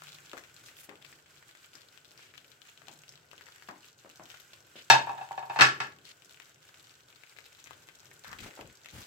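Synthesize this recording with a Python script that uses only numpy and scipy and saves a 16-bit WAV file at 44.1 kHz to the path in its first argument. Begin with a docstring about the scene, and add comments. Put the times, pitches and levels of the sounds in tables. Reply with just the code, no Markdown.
"""Thick toffee simmers in a pan on a gas burner, close to a stereo microphone in a small kitchen.
From the start, tiny bubbles crackle over a soft sizzle, big ones plop, and steam sighs through the skin.
About five seconds in, a wooden utensil beside the stove is knocked, rocks and lands with a clack.
The bubbling goes on; after eight seconds the toffee squelches and rumbles as a spatula starts to stir."""
import sys
import numpy as np
from scipy import signal
from scipy.fft import rfft, irfft, next_fast_len
from scipy.io import wavfile
from scipy.ndimage import map_coordinates

SR = 44100
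rng = np.random.default_rng(int(sys.argv[2]) if len(sys.argv) > 2 else 0)


def persist_wave(psi):
    """Save psi, clipped to +-1, as 16-bit WAV."""
    counts = np.round(np.clip(psi, -1, 1) * 32767).astype(np.int16)
    wavfile.write(sys.argv[1], SR, np.atleast_2d(counts).T)


N = 399546

# how hard the toffee simmers, one list before the knocks and one after: (time [s], level [dB])
SIMMER_LEVELS = [
    [(0.0, -59.5), (0.95, -67.5), (1.11, -66), (2.57, -68), (2.8, -65), (4.13, -66.5), (4.36, -61),
     (4.76, -64.5), (4.88, -63)],
    [(5.97, -66), (6.19, -66.5), (7.01, -64.5), (7.48, -66.5), (8.12, -65.5), (8.47, -57.5), (8.65, -65),
     (8.9, -65), (9.06, -59.5)],
]
# short lulls in the bubbling: (time [s], length [s])
LULLS = [(1.193, 0.11), (3.127, 0.23), (3.875, 0.15), (4.54, 0.17), (5.875, .16), (6.493, .21),
         (6.887, 0.28)]


def simmer(lull_db=-5):
    """How hard the toffee simmers, in dB, one value per sample; it dips in each lull."""
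    t = np.arange(N) / SR
    dips = sum(np.sin(np.pi * np.clip((t - s) / length, 0, 1)) for s, length in LULLS)
    return np.interp(t, *np.vstack(SIMMER_LEVELS).T) + lull_db * dips


def crackle(simmer_db, count=1700, gain_db=12, pitch_hz=4400, cluster_s=0.012):
    """Tiny bubbles tear open in little groups, many faint and a few strong."""
    groups = rng.uniform(0, N / SR, count // 2)
    times = rng.choice(groups, count) + cluster_s * rng.exponential(size=count)
    times = np.clip(times, 0, (N - 1) / SR)
    size_db = np.minimum(6 * rng.exponential(size=count), 16)
    db = simmer_db[(times * SR).astype(int)] + gain_db + size_db
    hz = np.clip(pitch_hz * np.exp(0.5 * rng.standard_normal(count)), 2000, 14000)
    return bursts(times, db, hz, lean_db=rng.normal(3, 4, count), cycles=0.9, spread_s=0.00023)


def pops(times, db, hz, gain_db=3, ring_s=0.00032):
    """A stronger bubble snaps its skin and the hollow rings for an instant, mostly on the left."""
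    lean_db = along(PAN_LEAN, hz) + rng.normal(4.5, 3, len(times))
    return bursts(times, db + gain_db, hz, lean_db, cycles=hz[:, None] * ring_s, spread_s=0.00015)


def stray_pops(simmer_db, count=22, above_db=20, spread_db=4, pitch_hz=2300):
    """Medium bubbles snap at random moments, louder when the toffee simmers harder."""
    times = rng.uniform(0, (N - 1) / SR, count)
    size, pitch = rng.standard_normal((count, 2)).T
    db = simmer_db[(times * SR).astype(int)] + above_db + spread_db * size
    return pops(times, db, pitch_hz * np.exp(0.4 * pitch))


def bursts(times, db, hz, lean_db, cycles, spread_s):
    """Each torn bubble rings for a cycle or so, reaching left and right at slightly different times."""
    steps = np.arange(SR // 250)
    phase = hz[:, None] * steps / SR
    rings = amp(db)[:, None] * np.cos(2 * np.pi * phase) * np.exp(-phase / cycles)
    lag = spread_s * rng.uniform(-1, 1, len(times))
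    starts = np.abs(np.round(np.array([times - lag, times + lag]) * SR)).astype(int)
    # bincount adds up all the rings, each at its own start
    return np.array([np.bincount((start[:, None] + steps).ravel(), (gain[:, None] * rings).ravel(), N)[:N]
                     for start, gain in zip(starts, sides(lean_db))])


# the loudest small bubbles: (time [s], level [dB], pitch [Hz])
LOUD_POPS = [(0.021, -34.5, 1440), (0.084, -37.5, 2740), (0.3157, -36, 3000), (0.3331, -31, 1480),
             (0.3777, -31, 1750), (0.5648, -40.5, 4500), (0.6386, -45.5, 1440), (0.8935, -35.5, 2100),
             (1.0249, -39.5, 3230), (1.0487, -38.5, 2490), (1.7542, -35, 5200), (1.9759, -41, 2750),
             (2.1767, -41.5, 4960), (2.3787, -34.5, 3120), (2.618, -41.5, 3290), (2.7756, -40.5, 3150),
             (2.8185, -43, 1350), (2.8833, -36.5, 2900), (3.0925, -34, 5500), (3.1564, -41, 3730),
             (3.3144, -39.5, 2700), (3.3323, -41, 1420), (3.38, -37, 2840), (3.4105, -38, 1780),
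             (3.486, -40, 1430), (3.6235, -38.5, 1870), (3.69, -31.5, 1380), (4.3021, -35.5, 2820),
             (6.0533, -40, 4170), (6.345, -41, 2800), (6.4008, -35.5, 2180), (7.236, -39.5, 2140),
             (7.3872, -36, 2050), (7.642, -35.5, 6200), (7.6726, -36, 2200), (7.8879, -36, 2170),
             (8.2459, -36.5, 1540), (8.33, -29.5, 1500), (8.611, -33, 2540), (8.8593, -32, 2500)]
# the tone of a pop in the pan: (frequency [Hz], gain [dB])
POP_TONE = [(150, -7), (500, 4.5), (950, 1), (1550, 2), (2100, -1), (3000, -0.5), (5000, -1.5), (7900, 2),
            (9000, -9), (13500, 1.5), (16000, -3.5)]


def small_bubbles(simmer_db):
    """The crackle and the pops all take on the tone of the pan."""
    snaps = crackle(simmer_db) + pops(*np.transpose(LOUD_POPS)) + stray_pops(simmer_db)
    return filtered(snaps, lambda hz: amp(along(POP_TONE, hz)))


# big bubbles bursting: (time [s], level [dB], pitch [Hz])
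PLOPS = [(0.336, -36, 463), (0.89, -39.5, 406), (0.914, -40, 850), (1.752, -40.5, 1460), (2.882, -39, 650),
         (3.688, -30, 780), (4.048, -42, 510), (4.197, -35.5, 680), (4.756, -43.5, 422.4),
         (8.461, -39.5, 434), (8.592, -35, 483)]


def plops(gain_db=2, cycles=0.5, lean_db=4, slump_db=-6, slump_hz=340, band_hz=(200, 2800)):
    """A big, slow bubble opens with a dull ring; the deeper it is, the more the toffee around it slumps."""
    out, t = np.zeros((2, N)), np.arange(SR // 30) / SR
    slump = amp(slump_db) * np.sin(2 * np.pi * slump_hz * t) * np.exp(-slump_hz * t / cycles)
    for s, db, hz in PLOPS:
        ring = np.cos(2 * np.pi * hz * t) * np.exp(-hz * t / cycles)
        add(out, s, amp(db + gain_db) * sides(lean_db) * (ring + slump / (1 + (hz / 1100) ** 4)))
    return bandpass(out, band_hz, order=2)


# the tone of the sizzle: (frequency [Hz], level [dB])
SIZZLE_TONE = [(300, -27.5), (950, -11), (1280, -3), (1540, 0), (1850, -4.5), (3000, -4.5), (4200, -9),
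               (6500, -7.5), (7800, -5), (8800, -13.5), (11000, -15.5), (13500, -14.5), (16000, -16.5)]
# notes of the air inside the pan, sharpened by squaring below: (pitch [Hz], width [Hz], level [dB])
PAN_AIR_NOTES = [(1490, 190, 1), (2950, 400, -7), (7700, 600, -6)]


def sizzle(simmer_db, gain_db=3, flutter_db=1.65, hollow_db=-3.5):
    """Countless tiny bubbles blur into a hiss that comes in spurts and keeps the pan's air ringing."""
    spurts = np.logaddexp(0, 2 * wobble(20))
    hiss = amp(gain_db + flutter_db * (spurts - 1.5)) * pan_noise(SIZZLE_TONE)
    hollow = amp(hollow_db) * diffuse(N, lambda hz: resonances(PAN_AIR_NOTES, hz) ** 2)
    steadier_db = (simmer_db + np.mean(simmer_db)) / 2
    return amp(simmer_db) * hiss + amp(steadier_db) * hollow


# short hisses of steam, then (last four rows) wet squelches as the spatula starts to stir:
# (time [s], length [s], level [dB], pitch [Hz], width [octaves])
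HISSES_AND_SQUELCHES = [(0.631, 0.088, -57.5, 4300, 1.6), (0.756, 0.12, -54.5, 11000, 2.2),
                        (2.174, 0.16, -57, 2480, 0.98), (4.756, .075, -51.5, 2850, 0.79),
                        (6.045, 0.087, -54, 3230, 1.06), (8.242, 0.14, -49.5, 1400, 0.6),
                        (8.424, 0.073, -48, 1730, 1.7), (8.573, 0.058, -47.5, 615, 1.4),
                        (8.923, 0.14, -51.5, 1190, 2.9)]


def hisses_and_squelches(slide_octaves=-0.18, steepness=1.54, sputter_db=3, lean_db=2):
    """Steam hisses out, and later the stirred toffee squelches; each is a sputter that slides down."""
    out = np.zeros((2, N))
    for s, length, db, pitch_hz, octaves in HISSES_AND_SQUELCHES:
        def sliding_db(hz, t):
            centre_hz = pitch_hz * 2 ** (slide_octaves * (t / length - 0.5))
            return 20 * steepness * np.log10(hump(hz, centre_hz, octaves))
        n = int(length * SR)
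        noise = unit(shaped(diffuse(n), sliding_db))
        add(out, s, amp(db) * noise * swell(n, rise=0.29))
    return out * amp(sputter_db * wobble(120)) * sides(lean_db)


# the first knock and the rocking after it: (time [s], strength [dB], softness [dB])
ROCKING_HITS = [(4.9, -14.5, 0), (4.921, -22.5, 7.5), (4.938, -22.5, 8.5), (5.07, -36.5, 10),
                (5.093, -33.5, 13.5), (5.178, -41.5, 9), (5.211, -40, 9), (5.309, -38.5, 14.5),
                (5.377, -35.5, 8.5), (5.426, -41.5, 12), (5.497, -35, 8.5), (5.56, -32.5, 7)]
# the notes the wood rings with: (pitch [Hz], width [Hz], level [dB])
WOOD_NOTES = [(600, 34, -11), (820, 55, -5), (906, 45, 3), (1350, 40, -14.5), (1500, 25, -6), (1685, 73, 4),
              (2540, 220, -7), (2630, 35, -3.5), (3126, 30, -15), (3715, 13, -1), (4280, 40, -10.5),
              (4540, 60, -15.5), (5000, 50, -13.5), (5780, 30, -12.5), (6540, 80, -19.5)]


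def utensil_rocks():
    """The wooden utensil is knocked and rocks from side to side."""
    return hits(ROCKING_HITS, WOOD_NOTES, bands_db=[-19, 1, 1.5, -2.5],
                notes_db=9.5, early_db=-5, long_ring_db=-33, lean_db=1.5)


# the landing and its bounces: (time [s], strength [dB], softness [dB])
LANDING_HITS = [(5.588, -31, 5.5), (5.596, -26, 7), (5.609, -25, 0), (5.618, -24, 1), (5.802, -36, 4.5)]
# the notes of the spot where it lands: (pitch [Hz], width [Hz], level [dB])
WORKTOP_NOTES = [(865, 57, -2), (1130, 52, -1), (1350, 30, 2.5), (1703, 89, 3), (1980, 21, -3.5),
                 (2180, 13, -2.5), (2575, 30, -3.5), (3470, 34, -13.5), (3834, 45, -7), (4290, 19, -1.5),
                 (4470, 40, -8), (5033, 54, -3.5), (5300, 33, -12), (5870, 31, -6), (6600, 69, -14.5),
                 (7870, 200, -16)]


def utensil_lands(gain_db=1):
    """The utensil drops flat on the worktop and bounces."""
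    return amp(gain_db) * hits(LANDING_HITS, WORKTOP_NOTES, bands_db=[-12, -0.5, 9, 2.5],
                               notes_db=6.5, early_db=-4.5, long_ring_db=-34.5, lean_db=2)


# long notes of the worktop and the things on it: (pitch [Hz], level [dB], time to fade 60 dB [s])
LONG_NOTES = [(131.5, -7.5, 0.31), (339.3, -16, 0.21), (398.4, -14.5, 0.4), (758.8, -5.5, .24),
              (793.6, -1, .15), (923, -2, 0.22), (1138, -9, 0.15), (1328, -8.5, 0.17), (1466, -7.5, .25),
              (1667, -6, 0.23), (1777, -2, 0.2), (2000, -11, 0.17), (2186, -13, .25), (2533, -8, 0.18),
              (2620, -7, 0.11), (2634, -5.5, 0.14), (3690, -4, 0.17), (4250, -10, 0.18), (4500, -12, 0.19),
              (5060, -13, 0.19), (5740, -11.5, 0.12)]
# the clatter, a blur of ringing between the clear notes: (frequency [Hz], level [dB])
CLATTER_TONE = [(80, -27), (130, -7.5), (220, -16.5), (340, -6), (520, -10), (800, -12), (1700, -13.5),
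                (2700, -3.5), (4000, -12), (6000, -15.5), (8000, -16.5), (9300, -32), (13000, -28),
                (16000, -39)]
# how long the clatter lasts: (frequency [Hz], time to fade 60 dB [s])
CLATTER_FADE = [(130, 0.6), (900, 0.29), (2500, 0.28), (6000, .25), (13000, .2)]
# the four bands of a hit, called thump, body, clack and edge: (bottom [Hz], top [Hz])
HIT_BANDS = [(90, 550), (620, 1150), (1200, 3000), (3000, 15000)]
# what each of those bands loses in a soft hit: (loss [dB per dB of softness])
SOFT_LOSS = [0.073, 0, 1.07, 2]


def hits(rows, notes, bands_db, notes_db, early_db, long_ring_db, lean_db, scatter_db=2):
    """Each hit sets the wood and worktop ringing; a harder hit has more clack and edge."""
    def tone(f):
        clear_notes = amp(notes_db) * resonances(notes, f) / (1 + (f / 8500) ** 16)
        return np.hypot(amp(along(CLATTER_TONE, f)), clear_notes)

    out, t = np.zeros((2, N)), np.arange(SR // 2) / SR
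    hz, level_db, fade_s = np.transpose(LONG_NOTES)[:, :, None]
    fading = amp(long_ring_db + level_db - 60 * t / fade_s)
    for s, strength_db, softness_db in rows:
        size, turn = rng.standard_normal((2, len(LONG_NOTES), 1))
        loudness = amp(scatter_db * size) * fading
        phase = 2 * np.pi * (hz * t + turn)
        ring = np.array([np.sum(loudness * np.sin(phase + side * mic_angle(hz)), axis=0)
                         for side in (-1, 1)])
        hit = ring + tail(CLATTER_FADE, tone) + amp(early_db) * tail(PAN_FADE, tone)
        strengths_db = strength_db + np.array(bands_db) - softness_db * np.array(SOFT_LOSS)
        for band_hz, db in zip(HIT_BANDS, strengths_db):
            part = bandpass(hit, band_hz, order=3)
            add(out, s, amp(db) * part / np.std(part[:, :SR // 40]))  # the first 25 ms set the level
    return out * sides(lean_db)


# the toffee shifts as the spatula starts to move: (time [s], length [s], level [dB])
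RUMBLES = [(8.26, 0.17, -58.5), (8.383, 0.12, -51), (8.589, 0.15, -56.5), (8.927, 0.11, -49)]


def rumbles(pitch_hz=116, octaves=1.7, lean_db=4.5):
    """The pan rumbles briefly when the heavy toffee shifts."""
    out = np.zeros((2, N))
    for s, length, db in RUMBLES:
        n = int(length * SR)
        rumble = diffuse(n, lambda hz: hump(hz, pitch_hz, octaves) / (1 + (hz / (4 * pitch_hz)) ** 2))
        add(out, s, amp(db) * rumble * swell(n, rise=0.27))
    return out * sides(lean_db)


# swells of a low hum: (time [s], length [s], level [dB])
HUMS = [(0.0, .3, -63), (2.85, .46, -67)]


def hum(pitch_hz=150, width_hz=22):
    """A faint low hum swells and fades."""
    out = np.zeros((2, N))
    for s, length, db in HUMS:
        n = int(length * SR)
        drone = diffuse(n, lambda hz: resonances([(pitch_hz, width_hz, 0)], hz) ** 2)
        add(out, s, amp(db) * drone * swell(n, rise=0.19))
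    return out


# the tone of the gas flame: (frequency [Hz], level [dB])
FLAME_TONE = [(20, -39.5), (55, -16), (100, -1.5), (150, 4), (210, -9), (420, -2), (750, -11.5),
              (1300, -16.5), (3000, -43.5)]


def burner(level_db=-68.5, flutter_db=2):
    """The gas flame rushes softly under the pan."""
    return amp(level_db + flutter_db * wobble(7)) * pan_noise(FLAME_TONE)


# how much the pan's sound leans to the left: (frequency [Hz], left minus right [dB])
PAN_LEAN = [(60, 3.5), (99, 2.5), (160, -6.5), (270, -0.5), (450, -4), (740, 5), (1220, 4.5), (2010, 3.5),
            (3330, 5.5), (5500, 2), (9080, -1.5), (15000, 2)]


def pan_noise(tone):
    """Steady noise with the given tone, heard from where the pan stands."""
    return diffuse(N, lambda hz: amp(along(tone, hz)) * sides(along(PAN_LEAN, hz)))


# echoes between the pan walls: (frequency [Hz], time to fade 60 dB [s])
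PAN_FADE = [(300, 0.038), (1500, 0.073), (12000, 0.023)]
# echoes of the kitchen: (frequency [Hz], time to fade 60 dB [s])
KITCHEN_FADE = [(150, 0.35), (1500, .3), (12000, 0.14)]


def with_echoes(x, walls_db, room_db, places=24):
    """The pan walls and the kitchen answer; the echoes change as bubbles burst in new places."""
    out = x.copy()
    for piece in np.array_split(np.arange(N), places):
        walls = amp(walls_db) * tail(PAN_FADE)
        room = amp(room_db) * np.roll(tail(KITCHEN_FADE), SR // 200, axis=1)  # 5 ms later
        add(out, piece[0] / SR, signal.fftconvolve(x[:, piece], walls + room, axes=1))
    return out


def tail(fade_times, tone=np.ones_like):
    """A blur of ringing with energy 1 per side, each frequency dying at its own speed."""
    x = shaped(diffuse(SR // 2, tone), lambda hz, t: -60 * t / along(fade_times, hz))
    return x / np.sqrt(np.sum(x ** 2) / 2)


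def diffuse(n, tone=np.ones_like):
    """Stereo noise of level 1 that arrives from all around."""
    mid, side = filtered(rng.standard_normal((2, n)),
                         lambda hz: tone(hz) * [np.cos(mic_angle(hz)), np.sin(mic_angle(hz))])
    return unit(np.array([mid + side, mid - side]))


def mic_angle(hz, gap_m=0.17):
    """Half the phase gap between the microphone's two sides: low notes match, high ones do not."""
    return np.arccos(np.sinc(2 * hz * gap_m / 343)) / 2


def resonances(notes, hz):
    """The gain of something that rings at the given notes."""
    return np.sqrt(sum(amp(2 * db) / (1 + (2 * (hz - pitch) / width) ** 2) for pitch, width, db in notes))


def hump(hz, centre_hz, octaves):
    """A broad bump in gain around one pitch."""
    return 1 / (1 + (np.log2((hz + 1) / centre_hz) / octaves) ** 2)


def swell(n, rise):
    """A quick rise and slower fall; rise is the share of the length before the top."""
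    return np.sqrt(np.interp(np.linspace(0, 1, n), [0, rise, 1], [0, 1, 0]))


def wobble(rate):
    """A smooth curve through rate random points a second."""
    return map_coordinates(rng.standard_normal(int(N * rate / SR) + 4), [np.arange(N) * rate / SR])


def bandpass(x, band_hz, order):
    """Keep what lies between a low and a high frequency."""
    return signal.sosfilt(signal.butter(order, band_hz, "bandpass", fs=SR, output="sos"), x)


def filtered(x, gain):
    """Turn each frequency up or down by its own gain."""
    n = x.shape[-1]
    m = next_fast_len(n + 8192)
    return irfft(rfft(x, m) * gain(np.fft.rfftfreq(m, 1 / SR)), m)[..., :n]


def shaped(x, gain_db):
    """Apply a gain that depends on both frequency and time."""
    hz, t, spectrum = signal.stft(x, SR, nperseg=256)
    return signal.istft(spectrum * amp(gain_db(hz[:, None], t)), SR, nperseg=256)[1][:, :x.shape[1]]


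def along(points, hz):
    """Read between (frequency, value) points, with octaves evenly spaced."""
    freqs, values = np.transpose(points)
    return np.interp(np.log(hz + 1), np.log(freqs), values)


def add(track, s, sound):
    """Mix a stereo sound into the track at s seconds."""
    start = max(round(s * SR), 0)
    part = sound[:, :max(N - start, 0)]
    track[:, start:start + part.shape[1]] += part


def sides(lean_db):
    """Left and right gains; a positive lean is louder on the left."""
    return amp(np.array([lean_db, -lean_db]).reshape(2, -1) / 2)


def amp(db):
    """Turn decibels into a gain."""
    return 10 ** (np.asarray(db) / 20)


def unit(x):
    """Scale to an average (rms) level of 1."""
    return x / np.sqrt(np.mean(x ** 2) + 1e-20)


def scene():
    """The simmering pan, with the utensil clattering beside it."""
    simmer_db = simmer()
    small = with_echoes(small_bubbles(simmer_db), walls_db=-3, room_db=-7)
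    big = with_echoes(plops(), walls_db=-3, room_db=2)
    stove = small + big + burner() + sizzle(simmer_db) + hisses_and_squelches() + rumbles()
    return stove + hum() + utensil_rocks() + utensil_lands()


def record(dry, ceiling=0.93, top_hz=16000):
    """Round off the loudest peaks and cut the very highest frequencies."""
    rounded = dry / (1 + np.abs(dry / ceiling) ** 6) ** (1 / 6)
    return filtered(rounded, lambda hz: 1 / (1 + (hz / top_hz) ** 120))


dry = scene()
out = record(dry)
persist_wave(out)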